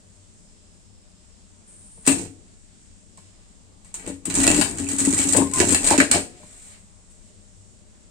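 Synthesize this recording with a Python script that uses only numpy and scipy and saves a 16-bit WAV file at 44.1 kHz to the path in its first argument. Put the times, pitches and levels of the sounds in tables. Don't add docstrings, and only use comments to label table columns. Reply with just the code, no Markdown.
import sys
import numpy as np
from scipy import signal
from scipy.fft import rfft, irfft, next_fast_len
from scipy.io import wavfile
from scipy.ndimage import uniform_filter1d

SR = 44100
rng = np.random.default_rng(int(sys.argv[2]) if len(sys.argv) > 2 else 0)


def to_wav(s):
    ch = np.atleast_2d(s).T
    pcm = np.round(np.clip(ch, -1, 1) * 32767)
    wavfile.write(sys.argv[1], SR, pcm.astype(np.int16))


N = 357210
T = np.arange(N) / SR
PORT_SIGN = np.array([[1], [-1]])


def undb(db):
    return 10 ** (np.asarray(db) / 20)


def unit(x):
    return x / np.sqrt(np.mean(x ** 2))


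def along(points, size):
    hz, value = np.transpose(points)
    bin_hz = np.fft.rfftfreq(size, 1 / SR)
    return np.interp(np.log(bin_hz + 1), np.log(hz), value)


def colour(x, points):
    size = next_fast_len(x.shape[-1] + SR // 10)
    spectrum = rfft(x, size) * undb(along(points, size))
    return irfft(spectrum, size)[..., :x.shape[-1]]


def pair(alike, size):
    likeness = np.clip(along(alike, size), -1, 1)
    mid, side = rfft(rng.standard_normal((2, size)))
    common = np.sqrt((1 + likeness) / 2) * mid
    opposed = np.sqrt((1 - likeness) / 2) * side * PORT_SIGN
    return irfft(common + opposed, size)


def band(x, lo_hz, hi_hz):
    hz = np.fft.rfftfreq(x.shape[-1], 1 / SR)
    return irfft(rfft(x) * ((hz >= lo_hz) & (hz < hi_hz)), x.shape[-1])


def walk(rate_hz):
    hold = int(SR / rate_hz)
    steps = np.repeat(rng.standard_normal(N // hold + 1), hold)
    return 1.2 * uniform_filter1d(steps, hold)[:N]


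def ring(x, hz, t60_s, turn=0.):
    pole = np.exp(2j * np.pi * hz / SR - np.log(1000) / (t60_s * SR))
    push_cycles = 1.1
    push = np.exp((2j * np.pi - 2 / push_cycles) * hz / SR)
    swing = signal.lfilter([1 - abs(push)], np.poly([pole, push]), x)
    return (swing * np.exp(.5j * turn * PORT_SIGN)).imag


RISE_S, FALL_S = 0.013, 0.019


def spell(start_s, end_s, level_db, rise_s=RISE_S, fall_s=FALL_S):
    outside = np.maximum(np.maximum((start_s - T) / rise_s, (T - end_s) / fall_s), 0)
    return undb(level_db - 6 * outside)


# hz, density_db
AIR_COLOUR = [(20, 7.5), (60, -1), (130, -10.5), (250, -10.5), (500, -20), (1000, -25), (2500, -28),
              (5000, -27.5), (8000, -30), (16000, -34.5)]
# hz, likeness
AIR_ALIKE = [(60, -0.25), (130, 0.73), (290, 0.0021), (640, 0.38), (1410, -0.25), (3100, 0.096),
             (6820, 0.13), (15000, -0.91)]
# hz, width_hz, level_db
HUM_TONES = [(63, 6.1, -61.5), (96, 12, -57), (195, 61, -60.5), (285, 1.8, -95.5), (603, 27, -73.5)]
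# start_s, end_s, hz, width_hz, level_db
FAINT_SQUEALS = [(.35, 1.5, 5163, 200, -71), (.45, 1.5, 11700, 700, -81), (3.1, 3.55, 5180, 200, -73),
                 (3.15, 3.55, 11700, 700, -84)]
# start_s, end_s, level_db (before its colour)
HISS_SPELL = (1.684, 2.05, -49)
# hz, gain_db
HISS_COLOUR = [(6500, -14), (7800, -5), (8400, -6), (8750, 8.5), (9200, 3), (9800, -9)]
AIR_DB = -51.5


def air():
    noise, out = colour(pair(AIR_ALIKE, N), AIR_COLOUR), 0
    for hz in 20 * 2. ** np.arange(10):
        waver_db = .7 * walk(1.5) + .8 * walk(9)
        out = out + band(noise, hz, 2 * hz) * undb(waver_db)
    out = out * undb(AIR_DB) / np.sqrt(np.mean(band(out, 20, 4000) ** 2))
    noise = pair(AIR_ALIKE, N)
    for hz, width_hz, level_db in HUM_TONES:
        out = out + undb(level_db) * unit(band(noise, hz - width_hz / 2, hz + width_hz / 2))
    for start_s, end_s, hz, width_hz, level_db in FAINT_SQUEALS:
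        fade = np.clip(np.minimum(T - start_s, end_s - T) / 0.077, 0, 1)
        out = out + fade * undb(level_db) * unit(band(noise, hz - width_hz / 2, hz + width_hz / 2))
    return out + spell(*HISS_SPELL) * colour(noise, HISS_COLOUR)


# t60_s, level_db against the direct sound
ROOM_BANDS = [(0.62, 1), (0.24, 2), (0.29, -2.5)]
ROOM_BAND_EDGES_HZ = (0, 560, 4300, 20000)
# hz, likeness
MACHINE_ALIKE = [(60, 0.82), (130, 1), (290, 0.93), (640, 0.93), (1410, -0.4), (3100, -0.6), (6820, -0.99),
                 (15000, -0.12)]


def room(x):
    size, tail = SR // 2, 0
    noise = pair(MACHINE_ALIKE, size)
    for lo_hz, hi_hz, (t60_s, level_db) in zip(ROOM_BAND_EDGES_HZ, ROOM_BAND_EDGES_HZ[1:], ROOM_BANDS):
        decay = undb(-60 * T[:size] / t60_s) * np.minimum(T[:size] / .004, 1)
        tail = tail + undb(level_db) * band(noise, lo_hz, hi_hz) * decay / np.sqrt(np.sum(decay ** 2))
    return signal.fftconvolve(x, tail, axes=1)[:, :N]


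# time_s, hiss_db, dull_rel_db
CLOTH_SLIDES = [
    [(3.2, -66, 0), (3.49, -63, -5), (3.7, -78, -15), (3.92, -58, 2)],
    [(6.25, -59.5, 5.5), (6.47, -43, -13.5), (6.64, -38.5, -18), (6.7, -39, -13.5), (6.74, -44, -4.5),
     (6.77, -52.5, -3), (6.8, -48, -18), (6.96, -65, -13.5), (7.3, -54, -11)],
]


def cloth():
    bright, swish = 0, 0
    for slide in CLOTH_SLIDES:
        time_s, hiss_db, dull_rel_db = np.transpose(slide)
        hiss = undb(np.interp(T, time_s, hiss_db, left=-150, right=-150))
        hiss = hiss * undb(.8 * walk(25) + 1.2 * walk(150))
        bright = bright + hiss
        swish = swish + hiss * undb(np.interp(T, time_s, dull_rel_db))
    return bright, swish


# start_s, level_db, hz, t60_s
BAR_RINGS = [(2.076, -44, 720, .75), (6.14, -41, 724, .85), (6.4, -49, 605, .45), (3.176, -59, 1060, .35)]


def loose_bars():
    out = 0
    for start_s, level_db, hz, t60_s in BAR_RINGS:
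        impulse = (np.arange(N) == int(start_s * SR)) * undb(level_db)
        out = out + ring(impulse, hz, t60_s) * undb(2.5 * walk(40))
    return out


def strain(hz):
    wobble, octave_db = .008, -19
    phase = 2 * np.pi * np.cumsum(hz * (1 + wobble * walk(90))) / SR
    return np.sin(phase) + undb(octave_db) * np.sin(2 * phase)


# start_s, end_s, start_hz, end_hz, level_db
DRIVE_WHINES = [(5.358, 5.4, 978, 1014, -39), (5.408, 5.445, 1050, 1085, -34.5),
                (5.46, 5.48, 1040, 1050, -38), (5.534, 5.597, 1041, 1020, -33),
                (5.603, 5.64, 1011, 961, -33)]


def whine():
    out, edge_s = 0, .005
    for start_s, end_s, start_hz, end_hz, level_db in DRIVE_WHINES:
        gain = spell(start_s, end_s, level_db + 2.5 * walk(60), edge_s, edge_s)
        out = out + gain * strain(np.interp(T, [start_s, end_s], [start_hz, end_hz]))
    return np.sqrt(2) * out


# start_s, end_s, clatter_db, drone_db, buzz_db, shake_db
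MOTION = [(2.077, 2.078, -30, -58, -44, -80), (3.985, 4.122, -57.5, -45.5, -48.5, -49.5),
          (4.273, 4.355, -68, -29, -46, -57.5), (4.371, 4.462, -17.5, -25.5, -33, -36),
          (4.49, 4.59, -20, -19.5, -33, -34), (4.653, 4.7, -25, -31.5, -41, -60),
          (4.735, 4.845, -32, -28, -44, -48), (4.906, 4.956, -25, -29.5, -41, -62),
          (4.999, 5.312, -18.5, -27, -38.5, -50), (5.367, 5.416, -21.5, -14, -36, -46.5),
          (5.468, 5.52, -38, -35.5, -49.5, -60.5), (5.577, 5.757, -19.5, -20, -34, -43.5),
          (5.838, 5.884, -18, -28.5, -34.5, -34), (5.909, 5.955, -32, -32.5, -28.5, -58),
          (5.995, 6.018, -31, -40.5, -32, -58), (6.129, 6.171, -37, -20.5, -29, -65)]
STITCH_HZ = 30.8


def running():
    return sum(spell(start_s, end_s, np.array(levels_db)[:, None]) for start_s, end_s, *levels_db in MOTION)


def shake():
    gain = running()[3]
    cycles = STITCH_HZ * np.cumsum(1 + 0.06 * walk(9)) / SR
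    return np.sqrt(2) * gain * np.sin(2 * np.pi * cycles)


SEAM_S, SEAM_STITCH_S, SEAM_FADE_DB = 5.074, .0596, -4


def seam(late_s, row, per_stitch, count):
    rows = []
    for k in range(count):
        stitches = k / per_stitch
        rows.append((SEAM_S + late_s + stitches * SEAM_STITCH_S, row[0] + SEAM_FADE_DB * stitches, *row[1:]))
    return rows


# start_s, low_db (230-420 Hz), mid_rel_db (750 Hz), high_rel_db (1800 Hz), low_mode_hz, mid_mode_hz
TABLE_BLOWS = [(1.974, -47, -2, -23, 360, 450), (2.076, -10, -9.5, -16, 275, 504),
               (2.095, -12.5, -17, -22, 275, 600), (2.122, -19, -15, -16, 280, 630),
               (2.17, -24, -14, -25, 310, 446), (2.194, -25, -10, -25, 330, 500),
               (2.217, -31, -7, -25, 250, 450), (2.25, -32.5, -8, -25, 330, 450),
               (3.177, -63, 16.5, -7, 237, 1050), (3.847, -67, 12, -2, 377, 1090),
               (3.941, -63.5, 20, -7, 266, 1080), (3.992, -70, 13, 13, 277, 840),
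               (4.044, -43, 2, -20, 330, 465), (4.061, -30, -11, -27, 260, 465),
               (4.074, -24.5, -6.5, -18.5, 320, 504), (4.098, -30, -1, -20, 277, 504),
               (4.28, -23, -19, -29, 277, 991), (4.373, -16, -16, -29, 282, 990),
               (4.387, -19, -20, -25, 284, 990), (4.401, -18.5, -23, -24, 278, 996),
               (4.42, -22, -22, -25, 283, 700), (4.439, -21, -17, -27, 277, 590),
               (4.454, -19, -11, -25, 285, 590), (4.479, -11, -14, -32, 316, 646),
               (4.501, -14.5, -5.5, -27, 303, 603), (4.524, -17.5, -14, -34, 302, 603),
               (4.557, -17, -21, -31, 294, 526), (4.572, -18, -18, -30, 292, 560),
               (4.587, -13.5, -11.5, -32, 296, 567), (4.614, -20.5, -12, -13, 297, 507),
               (4.8, -18.5, -32, -36, 261, 526), (4.933, -25, -18, -45, 278, 576),
               (5.014, -21, -32, -29, 276, 859), (5.348, -17.5, 1.5, -8.5, 380, 480),
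               (5.364, -22, 5, -12, 345, 480), (5.379, -19, 2.5, -30, 277, 510),
               (5.4, -19, -6.5, -26, 270, 850), (5.418, -17.5, 1.5, -34, 276, 1170),
               (5.457, -26, -18, -36, 263, 1070), (5.603, -9, -11, -16, 344, 458),
               (5.629, -19.5, -2, -30.5, 331, 684), (5.669, -21.5, -14.5, -39.5, 284, 589),
               (5.722, -15.5, -11, -18.5, 278, 483), (5.759, -33, 0.5, 1.5, 290, 634),
               (5.841, -28.5, -2, -28.5, 270, 615), (5.91, -13.5, -1, -15, 330, 860),
               (5.918, -22, 2.5, -20.5, 320, 600), (5.927, -17.5, 2, -21, 300, 875),
               (5.939, -22, 1, -30.5, 281, 600), (5.984, -5.5, -24, -17.5, 285, 457),
               (6.002, -8, -11.5, 2, 260, 620), (6.024, -12, -11.5, -10.5, 290, 600),
               (6.117, -20.5, -34, -22, 281, 681), (6.14, -19.5, -2, -6, 285, 695),
               (6.155, -18.5, -1, -17.5, 345, 703), (6.172, -19.5, -6, -18, 400, 615),
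               (6.43, -53, 6, -6, 300, 1000)]
# low_db, mid_rel_db, high_rel_db, low_mode_hz, mid_mode_hz
STITCH_BLOW = (-12, -24, -45, 279, 924)
# hz, rel_db, t60_s
BODY_MODES = [(58, -14, .25), (88, -3, .25), (105, -4, .25), (156, -2, .24), (186, -1, .22), (210, -2, .16),
              (250, -3, .18), (277, 2, .25), (298, 0, .18), (322, -3, .16), (345, -2, .14), (400, -5, .12),
              (445, -3, .12), (492, -2, .1), (550, -4, .08), (598, 0, .13), (684, 0, .1), (780, -3, .09),
              (851, 0, .1), (924, 0, .1), (996, -4, .09), (1080, -1, .09), (1217, -2, .06), (1350, -4, .05),
              (1480, -3, .05), (1600, 2, .05), (1746, 1, .045), (1846, 1, .045), (2005, 0, .05),
              (2234, -1, .05), (2347, -1, .05), (2552, -2, .05)]
# start_s, end_s, share of ring time left to blows below 420 Hz
HELD_SPELLS = [(5.97, 6.05, 0.46)]
RING_STOPS_S = [2.152, 4.469, 4.607, 5.101, 5.149, 5.214, 5.741]
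STOP_S, STOP_LEFT = .002, .3
THUD_DB, THUD_SLOPE = -32.5, .45
HIGH_MODE_HZ = 1810
FAR_DB, FAR_REACH = (17, 12, 12), (.13, .28, .45)


def blow_ring(x, hz, t60_s, turn, part):
    out = 0
    if part < 2:
        for start_s, end_s, share in HELD_SPELLS:
            held = x * (T > start_s) * (T < end_s)
            out = out + ring(held, hz, t60_s * share, 0.67 * turn)
            x = x - held
    if part == 1:
        for start_s, stop_s in zip([0] + RING_STOPS_S, RING_STOPS_S):
            early = x * (T > start_s) * (T <= stop_s)
            left = STOP_LEFT + (1 - STOP_LEFT) * np.exp(-np.maximum(T - stop_s, 0) / STOP_S)
            out = out + ring(early, hz, t60_s, turn) * left
            x = x - early
    return out + ring(x, hz, t60_s, turn)


def body():
    blows = np.transpose(TABLE_BLOWS + seam(0, STITCH_BLOW, per_stitch=1, count=4))
    start_s, low_db, mid_rel_db, high_rel_db, *favoured_hz = blows
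    favoured_hz = favoured_hz + [HIGH_MODE_HZ]
    spot = rng.standard_normal((len(start_s), len(BODY_MODES)))
    _, drone, buzz, _ = running()
    thud_db = THUD_DB + THUD_SLOPE * (low_db + 15)
    part_db = [thud_db, low_db, low_db + mid_rel_db, low_db + high_rel_db]
    out = 0
    for k, (hz, mode_db, t60_s) in enumerate(BODY_MODES):
        part = np.searchsorted([230, 420, 1150], hz)
        blow_db = part_db[part]
        if part:
            distance = np.abs(np.log(hz / favoured_hz[part - 1])) / FAR_REACH[part - 1]
            blow_db = blow_db - FAR_DB[part - 1] * np.minimum(distance, 1)
        sign = np.sign(spot[:, 0 if part == 1 else k - 1])
        x = np.zeros(N)
        x[(start_s * SR).astype(int)] = undb(blow_db + mode_db + 2.0 * spot[:, k]) * sign
        likeness = np.interp(hz, *np.transpose(MACHINE_ALIKE))
        turn = (-1) ** k * np.arccos(np.clip(likeness, -1, 1))
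        steady = unit(ring(rng.standard_normal(N), hz, t60_s * 1.3, turn))
        steady = steady * (drone if hz < 420 else buzz)
        out = out + blow_ring(x, hz, t60_s, turn, part) + undb(mode_db - 15.0) * steady
    return out


# hz, peak_rel_db, t60_s (for contacts)
LEVER_PARTS = [(1560, 0, .02), (1740, 5, .02), (1960, 11, .025), (2270, 8, .015), (2440, 5, .015),
               (2620, 11, .022), (2790, 5, .015), (3010, 0, .015)]
# start_s, peak_db, favoured_hz
NEEDLE_KNOCKS = [(3.9428, -59, 2600), (3.9972, -37, 2280), (4.075, -44, 1830), (4.257, -34, 1930),
                 (4.3015, -30, 2640), (4.338, -28, 1770), (4.3574, -20, 2220), (4.4769, -7, 2630),
                 (4.6128, -13.5, 2600), (4.8438, -37, 2520), (4.868, -26, 2530), (4.8897, -34, 1990),
                 (4.9156, -33, 2000), (4.9845, -31, 2640), (5.0498, -23, 1950), (5.0686, -31, 2430),
                 (5.1681, -22, 1950), (5.1857, -24, 2280), (5.2479, -29, 2600), (5.3132, -24, 1940),
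                 (5.3464, -24, 1560), (5.3656, -23, 2220), (5.5144, -35, 1910), (5.5367, -34, 2240),
                 (5.5587, -34, 2510), (5.5726, -23, 2470), (5.6015, -18, 2594), (5.7009, -24.5, 1977),
                 (5.7467, -16, 1750), (5.9019, -17.5, 1547), (5.9802, -14, 2540), (6.0019, -7.5, 1884),
                 (6.1134, -16, 2570), (6.1353, -24, 1770)]
KNOCK_TRIM_DB, KNOCK_REACH, KNOCK_T60_S = -3.5, 0.15, 0.027


def knocks():
    start_s, peak_db, favoured_hz = np.transpose(NEEDLE_KNOCKS)
    spot, out = rng.standard_normal((len(start_s), len(LEVER_PARTS), 2)), 0
    for k, (hz, _, _) in enumerate(LEVER_PARTS):
        far = np.minimum(np.abs(np.log(hz / favoured_hz)) / KNOCK_REACH, 1)
        level_db = peak_db + KNOCK_TRIM_DB - 26 * far + 2 * spot[:, k, 0]
        x = np.zeros(N)
        x[(start_s * SR).astype(int)] = undb(level_db) * np.sign(spot[:, k, 1])
        out = out + ring(x, hz, KNOCK_T60_S, 0.93 * (-1) ** k)
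    return out


def clatter():
    bright_gain, _, buzz, _ = running()
    hits = (rng.random(N) < 300 / SR) * undb(2.7 * rng.exponential(size=N))
    hits = hits * (1 + 0.1 * np.cos(2 * np.pi * STITCH_HZ * T))
    decays = signal.lfilter([1], [1, -np.exp(-1 / (.002 * SR))], hits)
    grain = unit(.12 + unit(decays))
    return bright_gain * grain, 0.44 * buzz * grain ** 1.29 * undb(3.46 * walk(90))


# start_s, peak_db (5-10 kHz), dull_rel_db (1.5-4 kHz), rattle_rel_db
STEEL_TICKS = [(2.053, -35, 3, -6.5), (2.059, -28, -16, -4), (2.0648, -4.5, -34, -20),
               (2.0725, -13.5, -7.5, -7), (2.0763, 0.5, -18.5, -12), (2.094, -15, -9, -9),
               (2.117, -5.5, -34, -6), (2.148, -27, -17, 1), (2.182, -26, -15, 1), (2.213, -29, -18, 3),
               (2.25, -40, -5, -5.5), (3.174, -28.5, -15.5, -10.5), (3.846, -39, -16, 0.5),
               (3.9412, -16, -37, -2), (3.996, -37, -10, -4), (4.075, -21, -32.5, 2),
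               (4.254, -8, -26, -5.5), (4.2997, -12, -16.5, -6), (4.341, -6, -29, -7), (4.351, -6, -20, -8),
               (4.374, -15, -30, 5.5), (4.401, -12.5, -13.5, -4), (4.432, -9, -18, -3),
               (4.4671, -6.5, -8, -22), (4.476, 5.5, -16.5, -16.5), (4.492, -16.5, -15, -15),
               (4.5015, -11, -22, -23), (4.514, -10, -16, -20), (4.563, -7.5, -20, -2.5),
               (4.578, -14, -20, -5), (4.588, -9.5, -18, -11), (4.602, -10, -21.5, -6),
               (4.6126, -4.5, -10, -8.5), (4.783, -17, -18, 0.5), (4.798, -24, -11.5, -16),
               (4.877, -29, -26, 1), (4.887, -13.5, -22, -6.5), (4.9127, -11, -38, -2.5),
               (4.984, -8.5, -31, 1), (5.0492, -8.5, -18.5, -5.5), (5.058, -17, -30, -25),
               (5.069, -15, -23, -15), (5.143, -12, -33, -20), (5.178, -12, -19, -2),
               (5.201, -17, -12.5, -7), (5.238, -20, -19, -12), (5.289, -6.5, -50, -7), (5.324, -7, -28, 1),
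               (5.333, -13, -17.5, -6), (5.364, -3.5, -22, -2), (5.4725, -27, -28, -10.5),
               (5.513, -20, -31, -9), (5.5359, -1.5, -37, -6.5), (5.5588, -14.5, -20, -1),
               (5.584, -12, -19, -4.5), (5.6007, 0, -11, -12.5), (5.674, -11, -24, -9),
               (5.691, -9, -22, -7), (5.7065, -6, -29.5, -4), (5.723, -7, -21, -0.5),
               (5.7461, -0.5, -13, -12.5), (5.8207, -14, -21, -12.5), (5.832, -18, -21, -11),
               (5.843, -12.5, -19.5, 0), (5.869, -2.5, -30, -3.5), (5.905, 2, -15.5, -6.5),
               (5.978, -7, -6.5, -8.5), (6.001, -16.5, -4, -8), (6.113, 1.5, -14.5, -5),
               (6.136, -4, -23, -13), (6.1564, -39, -24, -27), (7.1, -46, -27, 3)]
# peak_db, dull_rel_db, rattle_rel_db
STITCH_TICK = (-18.5, -22, -1)
SEAM_TICK_LATE_S = .0315
CRACK, PING_S = 0.8, 0.0011
RATTLE_T60_S, RATTLE_SHRINK = 0.076, 0.14
PAN_DB, PAN_SPREAD_DB = 1.5, 7


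def ticks():
    cracks, rattles, t = np.zeros((2, 2, N)), np.zeros((2, 2, N + SR)), T[:SR // 4]
    events = STEEL_TICKS + seam(SEAM_TICK_LATE_S, STITCH_TICK, per_stitch=2, count=5)
    for start_s, peak_db, dull_rel_db, rattle_rel_db in events:
        pan_db = PAN_DB + PAN_SPREAD_DB * rng.standard_normal()
        size = undb(peak_db + np.array([[0], [dull_rel_db]]) + np.array([pan_db, -pan_db]) / 2)
        i = int(start_s * SR)
        cracks[:, :, i + int(.0005 * SR)] = CRACK * size * rng.choice([-1, 1])
        burst = 0.57 * t / PING_S * np.exp(1 - t / PING_S)
        t60_s = RATTLE_T60_S * undb(-RATTLE_SHRINK * (peak_db + 9.0))
        tail = undb(rattle_rel_db) * (1 - np.exp(-t / 0.0049)) * undb(-60 * t / t60_s)
        rattles[:, :, i:i + len(t)] += size[:, :, None] * (burst + tail)
    bright = rattles[0, :, :N] * undb(2.6 * walk(250))
    dull = rattles[1, :, :N] * undb(3 * walk(200))
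    return cracks, bright, dull


# hz, gain_db
STEEL_BRIGHT = [(4000, -18), (5000, -16.5), (8000, -7.5), (11000, -9.5), (16000, -16)]
# hz, gain_db
STEEL_DULL = [(500, 4), (1000, 4.5), (1400, -4.5), (2300, 3), (3100, -2), (4500, 5.5), (6000, 1)]
# hz, gain_db
SWISH_COLOUR = [(600, 2.5), (1500, -2), (2200, 5.5), (2900, 0.5), (3600, -0.5), (5000, -1), (7000, -9)]
STEEL_ALIKE, LEFT_LAG_S = .4, 2.5e-5


def contact():
    cracks, tick_bright, tick_dull = ticks()
    clatter_bright, clatter_dull = clatter()
    cloth_bright, swish = cloth()
    bright = tick_bright + clatter_bright + cloth_bright
    dull = tick_dull + clatter_dull
    alike = [(1, STEEL_ALIKE)]
    out = colour(cracks[0], STEEL_BRIGHT) + colour(cracks[1], STEEL_DULL)
    for envelope, shape in ((bright, STEEL_BRIGHT), (dull, STEEL_DULL), (swish, SWISH_COLOUR)):
        out = out + envelope * colour(pair(alike, N), shape)
    stir = cracks[1] + dull * pair(alike, N)
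    for hz, peak_rel_db, t60_s in LEVER_PARTS:
        fluttering = stir * undb(1.9 * walk(60))
        out = out + ring(fluttering, hz, t60_s) * undb(peak_rel_db) * 2 * np.log(1000) / (t60_s * SR)
    lag = np.exp(-2j * np.pi * np.fft.rfftfreq(N, 1 / SR) * LEFT_LAG_S * np.array([[1], [0]]))
    return irfft(rfft(out) * lag, N)


# start_s, end_s
LEVEL_DIPS = [(4.4705, 4.4755), (4.606, 4.611), (5.595, 5.6), (5.741, 5.745), (5.972, 5.9775)]
# hz, left_minus_right_db
STEREO_LEAN = [(60, 6), (110, 3), (200, 6.5), (380, 8), (700, 4), (1290, 2.5), (2380, 2), (4400, 0),
               (6500, -6.5), (8120, 2), (15000, 1.5)]
DIP_DB = -6.5
BODY_FAR_DB = -13


def scene():
    steel = contact() + knocks()
    table = body() + loose_bars() + whine() + shake()
    both = steel + table + room(steel + undb(BODY_FAR_DB) * table) + air()
    dip = sum((T > start_s) * (T < end_s) * 1. for start_s, end_s in LEVEL_DIPS)
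    both = both * undb(DIP_DB * uniform_filter1d(dip, size=60))
    hz, lean_db = np.transpose(STEREO_LEAN)
    left = colour(both[0], np.transpose([hz, lean_db / 2]))
    right = colour(both[1], np.transpose([hz, -lean_db / 2]))
    return np.array([left, right])


# hz, gain_db
PORT_RESPONSE = [(20, -3), (4500, -0.5), (6300, 1.5), (7200, 9.5), (8200, 11), (9000, 7), (9800, -9.5),
                 (11000, -17), (13000, -12), (16000, -21.5)]
TOP_HZ = 15800


def record(dry):
    wet = np.tanh(colour(dry, PORT_RESPONSE))
    low_pass = signal.ellip(8, .2, 70, TOP_HZ, fs=SR, output="sos")
    return signal.sosfilt(low_pass, wet)


dry = scene()
out = record(dry)
to_wav(out)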